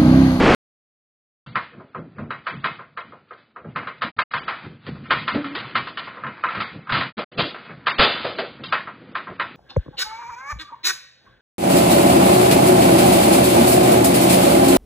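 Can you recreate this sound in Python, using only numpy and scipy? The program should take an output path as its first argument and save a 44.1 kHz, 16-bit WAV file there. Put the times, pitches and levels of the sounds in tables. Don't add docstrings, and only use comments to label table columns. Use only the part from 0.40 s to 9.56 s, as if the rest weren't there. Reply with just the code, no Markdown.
import sys
import numpy as np
from scipy import signal
from scipy.fft import rfft, irfft, next_fast_len
from scipy.io import wavfile
from scipy.ndimage import uniform_filter1d, minimum_filter1d

SR = 44100
rng = np.random.default_rng(int(sys.argv[2]) if len(sys.argv) > 2 else 0)


def amplitude_ratio(level_db):
    exponent = np.asarray(level_db, float) / 20
    return 10 ** exponent


def materialize(psi):
    bounded = np.clip(np.atleast_2d(psi).T, -1, 1)
    quanta = np.round(bounded * 32767).astype(np.int16)
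    wavfile.write(sys.argv[1], SR, quanta)


N = 403956
T = np.arange(N) / SR


def rms_one(x):
    return x / np.sqrt(np.mean(x ** 2) + 1e-20)


def in_time(rows):
    s, *columns = np.transpose(rows)
    return [np.interp(T, s, c) for c in columns]


def coloured(x, spectrum):
    hz, level_db = np.transpose(spectrum)
    size = next_fast_len(N)
    log_hz = np.log(np.arange(size // 2 + 1) * SR / size + 1)
    gain = amplitude_ratio(np.interp(log_hz, np.log(hz), level_db))
    return rms_one(irfft(rfft(x, size) * gain, size)[:N])


def resonate(x, hz, width_hz):
    r = np.exp(-np.pi * max(width_hz, 3) / SR)
    w = 2 * np.pi * hz / SR
    return signal.lfilter([0, np.sin(w)], [1, -2 * r * np.cos(w), r * r], x + 1e-18)


def contacts(per_s, spread_db):
    where, size, sign = rng.random((60000, 3))[:round(per_s * N / SR)].T
    out = np.zeros(N)
    at = (where * N).astype(int)
    out[at] = amplitude_ratio(spread_db * np.minimum(-np.log(size), 4)) * np.sign(sign - .5)
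    return rms_one(out)


def body(modes, per_s, spread_db):
    total = np.zeros(N)
    for hz, width_hz, db in modes:
        total += amplitude_ratio(db) * rms_one(resonate(contacts(per_s, spread_db), hz, width_hz))
    return rms_one(total)


def high_pass(x, order, hz):
    return signal.sosfilt(signal.butter(order, hz, "high", fs=SR, output="sos"), x)


def low_pass(x, order, stop_db, hz):
    return signal.sosfilt(signal.cheby2(order, stop_db, hz, fs=SR, output="sos"), x)


# t/s, level/dB
ROAR_LEVEL = [
    (0.0, -15),
    (0.054, -12),
    (0.134, -11),
    (0.147, -10.5),
]
# f/Hz, density/dB per Hz
ROAR_SPECTRUM = [(60, -11), (105, -9.5), (260, -2), (600, -9.5), (2240, -19), (5000, -35), (11500, -57.5),
                 (12300, -80.5)]
ROAR_END_S = .1485


def roar():
    loud = amplitude_ratio(in_time(ROAR_LEVEL)[0] + 1.5) * coloured(rng.standard_normal(N), ROAR_SPECTRUM)
    return low_pass(.9 * np.tanh(loud / .9), 12, 50, 12200) * (T < ROAR_END_S)


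# clean ring/dB, rattling modes/dB, echo/dB, scatter of mode strengths/dB
CLATTER_STRIKE, FITTING_STRIKE = (-0.5, -1, -1, 6), (4, -3.5, -2, 1.2)
BUMP_STRIKE, FALL_STRIKE = (2, -2, 0.5, 3.5), (-4, -4.5, 1.5, 7)

# t/s, peak/dB, brightness/dB, t60/s
CLATTER_BLOWS = [(1.062, -37.5, -8.5, 0.48), (2.977, -46.5, -5, 0.33), (3.911, -32.5, -6, 1),
                 (4.654, -39.5, -13, 0.97), (5.042, -23.5, -13, 0.57), (5.15, -18, -7, 0.34),
                 (5.18, -28, -17, 0.84), (5.572, -19.5, -9, 0.42), (5.671, -22, -31.5, 0.58),
                 (6.086, -20, -22, 0.27), (6.147, -17.5, -19, 0.47), (6.203, -15, -10.5, 0.28),
                 (6.471, -27, -37, 0.46), (6.493, -16, -18, 0.33), (6.521, -11.5, -9.5, 0.52),
                 (6.545, -13, -11.5, 0.59), (6.609, -12.5, -13.5, 0.22), (6.976, -31, 2.5, 0.25),
                 (7.251, -34, -3.5, 0.15), (8.188, -35, -29.5, 0.43), (8.236, -30.5, 2.5, 0.28),
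                 (8.269, -34, -4, 0.28)]
CLATTER_WOOD_DB = -23.5


def clatter():
    return [(s, db, bright, CLATTER_WOOD_DB, t60, *CLATTER_STRIKE) for s, db, bright, t60 in CLATTER_BLOWS]


# t/s, peak/dB, brightness/dB
FITTING_BLOWS = [(1.155, -10.5, -21.5), (1.905, -16, -27), (2.067, -14.5, -18.5), (2.242, -10.5, -18.5),
                 (2.573, -18.5, -25.5), (3.359, -15, -22), (3.471, -19, -22), (3.619, -11.5, -14.5),
                 (3.788, -7.5, -15.5), (3.936, -11, -16.5), (4.08, -14, -17.5), (4.706, -4, -14),
                 (4.878, -10.5, -12), (5.353, -8, -12.5), (5.47, -23, -8.5), (5.836, -15.5, -37),
                 (5.866, -19, -27), (6.037, -9, -31), (7.468, -7.5, -10.5), (8.324, -6.5, -17),
                 (8.472, -21.5, -30.5), (8.752, -14.5, -16.5), (8.997, -11.5, -19)]
FITTING_WOOD_DB, FITTING_WOOD_FOLLOWS, FITTING_T60_S = -27, .5, 0.29


def fitting():
    rows = []
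    for s, db, bright in FITTING_BLOWS:
        wood_db = FITTING_WOOD_DB - (1 - FITTING_WOOD_FOLLOWS) * db
        rows.append((s, db, bright, wood_db, FITTING_T60_S, *FITTING_STRIKE))
    return rows


# t/s, peak/dB, wood/dB
BUMP_BLOWS = [(1.332, -35, -10.5), (1.399, -35.5, -2), (1.547, -21, -9), (1.783, -24, -8),
              (2.392, -23.5, -14), (2.722, -31, -7), (2.908, -26.5, -10.5), (3.161, -25.5, -10.5),
              (3.245, -33.5, -1.5), (4.554, -33, -12), (5.77, -25.5, -9), (8.87, -21.5, -18)]
BUMP_BRIGHT_DB, BUMP_T60_S = -49, 0.27


def bumps():
    return [(s, db, BUMP_BRIGHT_DB, wood, BUMP_T60_S, *BUMP_STRIKE) for s, db, wood in BUMP_BLOWS]


# t/s, peak/dB, brightness/dB, wood/dB, t60/s
FALL_BLOWS = [(4.465, -30.5, -9, -8, 0.3), (4.944, -21.5, -27, 3.5, 0.18), (6.778, -18, -13.5, -7.5, 0.086),
              (6.789, -20, -12, -5.5, 0.4), (6.981, -20.5, -1.5, -17, 0.18), (6.992, -12, -6, -8.5, 0.33),
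              (7.142, -25, -22.5, -13, 0.47), (7.293, -31, -27.5, -3.5, 0.25), (7.584, -16, -3, -2.5, 0.35),
              (7.593, -4, -8, -6.5, 0.41), (7.6, -12.5, -3.5, -15, .3), (7.619, -6.5, -6, -14.5, 0.32),
              (7.844, -18, -12.5, 1.5, 0.3), (7.984, -16.5, -8.5, -1.5, .29)]


def falls():
    return [(*row, *FALL_STRIKE) for row in FALL_BLOWS]


def all_blows():
    return clatter() + fitting() + bumps() + falls()


def tails(times_s, level_db, t60s, rise_s):
    power, t = np.zeros(N), T[:SR // 2]
    for s, db, t60 in zip(times_s, level_db, t60s):
        i = round(s * SR)
        shape = amplitude_ratio(db - 60 * t / np.clip(t60, .05, .8)) * np.minimum(t / rise_s, 1)
        power[i:i + len(t)] += shape[:N - i] ** 2
    return np.sqrt(power)


# f/Hz, width/Hz, level/dB
UPRIGHTS = [(676, 31, -5.5), (897, 31, -13.5), (970, 14, -3), (1048.7, 25, 1.5), (1090, 17, -2),
            (1178, 22, -6.5), (1262, 23, 3.5), (1345, 20, 4), (1390, 32, 0), (1427, 27, -5),
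            (1475, 30, -5.5), (1556, 30, -3.5), (1602, 28, -4.5), (1672, 33, -7.5)]
# f/Hz, width/Hz, level/dB
HOOKS = [(1752, 33, -6.5), (1836, 17, -7.5), (1911, 22, -3.5), (2108, 25, -3.5), (2139, 22, -6),
         (2315, 33, -9), (2424, 45, -9.5), (2566, 25, -9), (2866, 35, -9.5), (3004, 36, -10.5),
         (3230, 40, -11.5), (3590, 24, -18), (3860, 25, -14.5), (4010, 32, -16)]
# delay/s, level/dB
ECHOES = [(.0068, -6.5), (0.0124, -5.5), (0.0271, -9), (.04, -12.5)]
TRAVEL_S = .003
METAL_CUT_HZ = 680
LEAD_TICK_S, LEAD_TICK_DB = .0065, -20.5


def shelf_rings(at, peak_db, ring_db, scatter_db, hardness_db):
    modes = UPRIGHTS + HOOKS
    strengths = rng.standard_normal((len(at), len(modes))) * scatter_db[:, None]
    travel = np.round(rng.random(len(modes)) * TRAVEL_S * SR).astype(int)
    rings = np.zeros(N)
    for (hz, width_hz, db), strength_db, lag in zip(modes, strengths.T, travel):
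        treble_db = hardness_db * np.clip((hz - 1200) / 2500, 0, 1)
        blows = np.zeros(N)
        blows[at + lag] = amplitude_ratio(peak_db + ring_db + db + strength_db + treble_db - 19.0)
        rings += resonate(blows, hz, 0.96 * width_hz)
    rings = high_pass(rings, 2, METAL_CUT_HZ)
    copies = ECHOES + [(-LEAD_TICK_S, LEAD_TICK_DB)]
    return rings + sum(amplitude_ratio(db) * np.roll(rings, round(lag_s * SR)) for lag_s, db in copies)


# f/Hz, width/Hz, level/dB
CRATE_MODES = [(383, 57, -1.5), (488, 37, 1.5), (575, 21, -3), (636, 93, 0.5), (683, 74, -4), (697, 91, -5),
               (844, 19, -9.5)]


def crate_thumps(at, level_db):
    thumps = np.zeros(N)
    thumps[at] = amplitude_ratio(level_db)
    total = np.zeros(N)
    for k, (hz, width_hz, db) in enumerate(CRATE_MODES):
        total += (-1) ** k * amplitude_ratio(db) * resonate(thumps, hz, .4 * width_hz)
    return total


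# f/Hz, density/dB per Hz
SHELF_SPECTRUM = [(240, -44.5), (400, -16.5), (1000, -6.5), (1310, -2), (1680, -6), (2600, -10.5),
                  (3380, -41.5), (5720, -120)]
# f/Hz, density/dB per Hz
GOODS_SPECTRUM = [(1400, -28.5), (2100, -8.5), (2600, 4.5), (3400, 5), (4200, 1), (5000, -3), (5400, -7),
                  (6500, -43.5)]


def knocks():
    s, peak_db, bright_db, wood_db, t60, ring_db, rattle_db, echo_db, scatter_db = np.transpose(all_blows())
    at = np.round(s * SR).astype(int)
    hardness_db = np.minimum(bright_db + 19, 0)
    rings = shelf_rings(at, peak_db, ring_db, scatter_db, hardness_db)
    thumps = crate_thumps(at, peak_db + wood_db - 12.5)

    echoes = coloured(contacts(1500, spread_db=3.5), SHELF_SPECTRUM)
    echoes *= tails(s, peak_db + echo_db + 0.31 * hardness_db - 12.5, t60, rise_s=0.0033)
    humming = body(UPRIGHTS, per_s=440, spread_db=3.5)
    humming *= tails(s, peak_db + rattle_db - 14.5, 0.99 * t60, rise_s=0.006)
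    shimmer = body(HOOKS, per_s=400, spread_db=2.0)
    shimmer *= tails(s, peak_db + rattle_db + 0.41 * hardness_db - 15.5, 1.2 * t60, rise_s=0.0026)
    wood = body(CRATE_MODES, per_s=590, spread_db=3.0)
    wood *= tails(s, peak_db + wood_db - 6.5, 1.1 * t60, rise_s=0.0092)
    crack = coloured(contacts(5000, spread_db=-1.5), GOODS_SPECTRUM)
    crack *= tails(s, peak_db + bright_db + 0.86 * echo_db - 4.5, 1.075 * t60, rise_s=0.00058)
    return rings + thumps + echoes + humming + shimmer + wood + crack


# t/s, level/dB
TREMOR_LEVEL = [(1.06, -56.5), (2.45, -77), (2.7, -56.5), (2.85, -71), (3.2, -67), (3.5, -64), (3.75, -73),
                (4.04, -48), (4.42, -64.5), (4.62, -52.5), (5.3, -47), (5.65, -51.5), (6.45, -58.5),
                (6.85, -56), (7.2, -57), (7.75, -44), (8.12, -54), (9.16, -49.5)]
HARD_RISE = 0.27


def swells(rows, rise_db_s, murmur_db):
    t = T[::32]
    power = amplitude_ratio(np.interp(t, *np.transpose(TREMOR_LEVEL)) + murmur_db) ** 2
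    for s, db, t60 in rows:
        rise = rise_db_s * amplitude_ratio(HARD_RISE * (db + 40)) * (t - s)
        fall = -60 * (t - s) / max(t60, .05)
        power = power + amplitude_ratio(db + np.minimum(rise, fall)) ** 2
    return np.interp(T, t, np.sqrt(power))


# t/s, level/dB, t60/s
THUD_SHOVES = [(1.07, -40, 0.68), (1.17, -35.5, 0.22), (1.38, -44.5, 0.22), (1.58, -37, 0.53),
               (1.8, -29.5, 0.5), (2.14, -35.5, 0.75), (2.26, -40.5, 0.75), (2.7, -50, 0.64),
               (3.27, -36, 0.63), (3.38, -37, 0.5), (3.65, -33, 0.31), (3.79, -36.5, 0.3),
               (3.95, -38, 0.41), (4.26, -33, 0.42), (4.49, -29.5, 0.96), (4.76, -33.5, 1),
               (4.96, -22, 0.099), (5.2, -40.5, 0.51), (5.37, -34.5, 0.46), (5.87, -34, 0.22),
               (6.18, -28, 0.25), (6.36, -34.5, 0.25), (6.52, -28, 0.88), (6.79, -30.5, 0.1),
               (6.99, -35.5, 0.22), (7.31, -40.5, 0.81), (7.49, -43, 0.23), (7.6, -37, 0.19),
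               (8.21, -41.5, 1), (8.91, -42.5, 0.36)]
# f/Hz, width/Hz, level/dB
COUNTER_MODES = [(65, 73, -25), (114, 20, -7), (146, 32, 1.5), (205, 66, -1.5), (230, 27, -5)]


def counter_thuds():
    return swells(THUD_SHOVES, rise_db_s=356, murmur_db=-2.5) * body(COUNTER_MODES, per_s=140, spread_db=-0.5)


# t/s, level/dB, t60/s
GROAN_SHOVES = [(1.17, -33.5, 0.12), (1.38, -34, 0.24), (1.59, -29, 0.36), (1.8, -32, 0.56),
                (2.14, -37, 0.18), (2.26, -33.5, 0.33), (3.27, -47, 0.4), (3.38, -37.5, 0.5),
                (3.65, -31, 0.22), (3.79, -38.5, 0.12), (4.26, -36, 0.37), (4.49, -28.5, 0.051),
                (4.72, -25.5, 0.21), (4.95, -29.5, 0.64), (5.37, -40.5, 0.32), (5.87, -41, 0.28),
                (6.07, -36, 0.24), (6.18, -32.5, 0.42), (6.36, -34, 0.27), (6.57, -27.5, 0.7),
                (6.79, -24, 0.14), (6.99, -16.5, 0.32), (7.49, -46, .15), (7.6, -16, 0.26),
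                (7.87, -32.5, 0.23), (7.98, -35.5, 0.62), (8.21, -37, 0.76), (8.63, -43.5, 0.9),
                (8.77, -56, 0.31), (8.91, -27.5, 0.13)]
# f/Hz, width/Hz, level/dB
PANEL_MODES = [(270.7, 70, -2), (225, 100, 2), (284, 130, -5.5), (324, 60, -1.5), (378, 44, -6.5),
               (492.4, 52, -3.5), (640, 170, -6)]


def panel_groans():
    groan = body(PANEL_MODES, per_s=130, spread_db=3.5)
    return swells(GROAN_SHOVES, rise_db_s=403, murmur_db=6.5) * amplitude_ratio(-4) * groan


# t/s, level/dB, jingle share/dB, t60/s
RATTLE_SHOVES = [(1.3, -60, -17, 0.3), (1.56, -63, -22, 0.11), (1.802, -50.5, -14, 0.43),
                 (2.092, -45, -9, 0.52), (2.272, -42.5, -6.5, 0.61), (2.931, -57.5, -5, 0.59),
                 (3.43, -36, -19.5, 0.31), (3.653, -45.5, -9.5, 1), (4.109, -31.5, -11.5, 0.48),
                 (4.259, -41, -8, 0.12), (4.491, -44, -4.5, 0.15), (4.763, -38.5, -3, 1),
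                 (4.959, -31, -9.5, 0.41), (5.199, -35.5, -5.5, 0.59), (5.8, -48.5, -23, 0.47),
                 (5.981, -42.5, -12.5, 0.63), (6.11, -32.5, -12, 0.8), (6.29, -49.5, 0.5, 0.33),
                 (6.52, -39, -14.5, 0.18), (7.31, -39, -38, 0.14), (7.49, -48, -25, 0.3),
                 (7.648, -33.5, 11, 0.21), (7.763, -31.5, -0.5, 0.99), (7.872, -40.5, 4.5, 0.38),
                 (8.35, -35, -16.5, 0.32), (8.91, -41.5, -24, 0.16)]
RATTLE_RISE_DB_S = 257.5


def rattles():
    chatters = [(s, db, t60) for s, db, _, t60 in RATTLE_SHOVES]
    jingles = [(s, db + share_db, t60) for s, db, share_db, t60 in RATTLE_SHOVES]
    chatter = coloured(contacts(3000, spread_db=2.5), SHELF_SPECTRUM)
    chatter *= swells(chatters, RATTLE_RISE_DB_S, murmur_db=-3)
    jingle = coloured(contacts(4200, spread_db=3.0), GOODS_SPECTRUM)
    jingle *= swells(jingles, RATTLE_RISE_DB_S, murmur_db=-9)
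    return chatter + jingle


# t/s, f/Hz, level/dB
SINGING_PITCH = [
    (4.925, 277, -46.5),
    (4.96, 288.3, -23),
    (5.012, 292.6, -27),
    (5.03, 298, -42),
    (5.05, 281.5, -26),
    (5.09, 284, -36.5),
    (5.15, 285, -33.5),
    (5.18, 472, -39),
]


def singing_panel():
    hz, level_db = in_time(SINGING_PITCH)
    flutter = rms_one(resonate(rng.standard_normal(N), 45, 65))
    phase = 2 * np.pi * np.cumsum(hz * (1 + .03 * flutter)) / SR
    start, end = SINGING_PITCH[0][0], SINGING_PITCH[-1][0]
    sounding = np.interp(T, [start - .02, start, end, end + 0.016], [0, 1, 1, 0])
    octave = amplitude_ratio(-13 + 0.57 * (level_db + 24.5)) * np.sin(2 * phase)
    return amplitude_ratio(level_db + 2 + 1.6 * flutter) * sounding * (np.sin(phase) + octave)


# t/s, level/dB, f/Hz
LOW_BUMPS = [
    (5.58, -56, 40),
    (6.04, -59, 40),
    (6.519, -33, 45.5),
    (6.98, -45, 40),
    (7.594, -14.5, 60),
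]


def low_bumps():
    return sum(amplitude_ratio(db) * resonate(np.abs(T - s) < .004, hz, .9 * hz) / 160 for s, db, hz in LOW_BUMPS)


# t/s, level/dB
SPLICE_TICKS = [(1.066, -54), (2.25, -55), (2.58, -54.5), (3.626, -49), (3.797, -57.5), (4.7083, -62),
                (4.7147, -38), (4.7227, -65), (6.042, -56), (8.328, -58), (8.34, -45), (8.349, -62)]


def splices():
    s, level_db = np.transpose(SPLICE_TICKS)
    ticks = np.zeros(N)
    ticks[np.round(s * SR).astype(int)] = amplitude_ratio(level_db)
    return resonate(ticks, 5230, 2000)


def spans(pairs):
    inside = sum((T > start) & (T < end) for start, end in pairs) > 0
    return uniform_filter1d(inside * 1., 400)


def coarse(x, share, size, step_db, spread, top_hz):
    count, band = N // size + 3, max(size // 128, 3)
    n = np.arange(2 * size) + .5
    window = np.sin(np.pi * n / (2 * size))
    bins = np.arange(size * top_hz * 2 // SR // band * band) + .5
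    basis = window[:, None] * np.cos(np.pi / size * np.outer(n + size / 2, bins))
    rows = np.pad(x * np.sqrt(share), (size, count * size - N - size)).reshape(count, size)
    lines = np.hstack([rows[:-1], rows[1:]]) @ basis
    level = np.sqrt(np.mean(lines.reshape(count - 1, -1, band) ** 2, axis=2))
    level = np.repeat(-minimum_filter1d(-level, spread, axis=0), band, axis=1)
    treble_db = np.interp(bins * SR / (2 * size), [800, 2500], [-18, 0])
    step = level * amplitude_ratio(step_db + treble_db) + 1e-9
    blocks = (np.round(lines / step) * step) @ basis.T * 2 / size
    return (blocks[1:, :size] + blocks[:-1, size:]).ravel()[:N] * np.sqrt(share)


# from/s, to/s
STARVED_SPANS = [(1.06, 1.145), (1.475, 1.62), (1.75, 1.93), (2.09, 2.235), (2.59, 2.63), (2.88, 2.95),
                 (3.135, 3.21), (3.81, 4.075), (4.68, 4.7), (4.89, 4.945), (5.13, 5.2), (5.32, 5.345),
                 (5.53, 5.568), (5.83, 5.9), (6.05, 6.09), (6.38, 6.49), (6.91, 6.975), (7.49, 7.578),
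                 (7.945, 7.98), (8.2, 8.32), (8.71, 8.745), (8.97, 8.99)]
# from/s, to/s, fade before/s, fade after/s
SILENT_SPANS = [
    (0, 1.062, 0.0017, 0.0028),
    (3.717, 3.765, 0.036, 0.0031),
    (3.838, 3.907, 0.016, 0.0059),
    (6.726, 6.769, 0.06, 0.0048),
    (6.846, 6.915, 0.0074, 0.0079),
]
BASS_CUT_HZ, CUTOFF_HZ, STRONG_DB = 95, 5150, -31
LOPSIDED = .9


def camera(x):
    x = high_pass(x, 3, BASS_CUT_HZ) + low_bumps()
    x = .7 * np.tanh(x / .7)
    x = low_pass(x + LOPSIDED * x ** 4, 10, 60, 1.3 * CUTOFF_HZ)
    loud = [s for s, db, *_ in all_blows() if db > STRONG_DB]
    starved = spans(STARVED_SPANS) * (1 - spans([(s - .004, s + .015) for s in loud]))
    attacks = spans([(s - .03, s + .035) for s in loud]) * (1 - starved)
    calm = np.clip(1 - starved - attacks, 0, 1)
    x = (coarse(x, calm, size=3584, step_db=11, spread=1, top_hz=5050)
         + coarse(x, attacks, size=256, step_db=-3.0, spread=5, top_hz=5300)
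         + coarse(x, starved, size=512, step_db=9.2, spread=3, top_hz=5100))
    x = x / (1 + (x / .68) ** 6) ** (1 / 6)
    x = low_pass(x, 18, 45, 5230) + splices()
    for start, end, before, after in SILENT_SPANS:
        x = x * np.interp(T, [start - before, start, end, end + after], [1, 0, 0, 1])
    return x


def scene():
    shop = knocks() + counter_thuds() + panel_groans() + rattles() + singing_panel()
    return np.tile(roar() + camera(shop), (2, 1))


def band_limit(x):
    return signal.sosfilt(signal.butter(12, 16000, fs=SR, output="sos"), x)


def record(dry):
    return band_limit(dry)


dry = scene()
out = record(dry)
materialize(out)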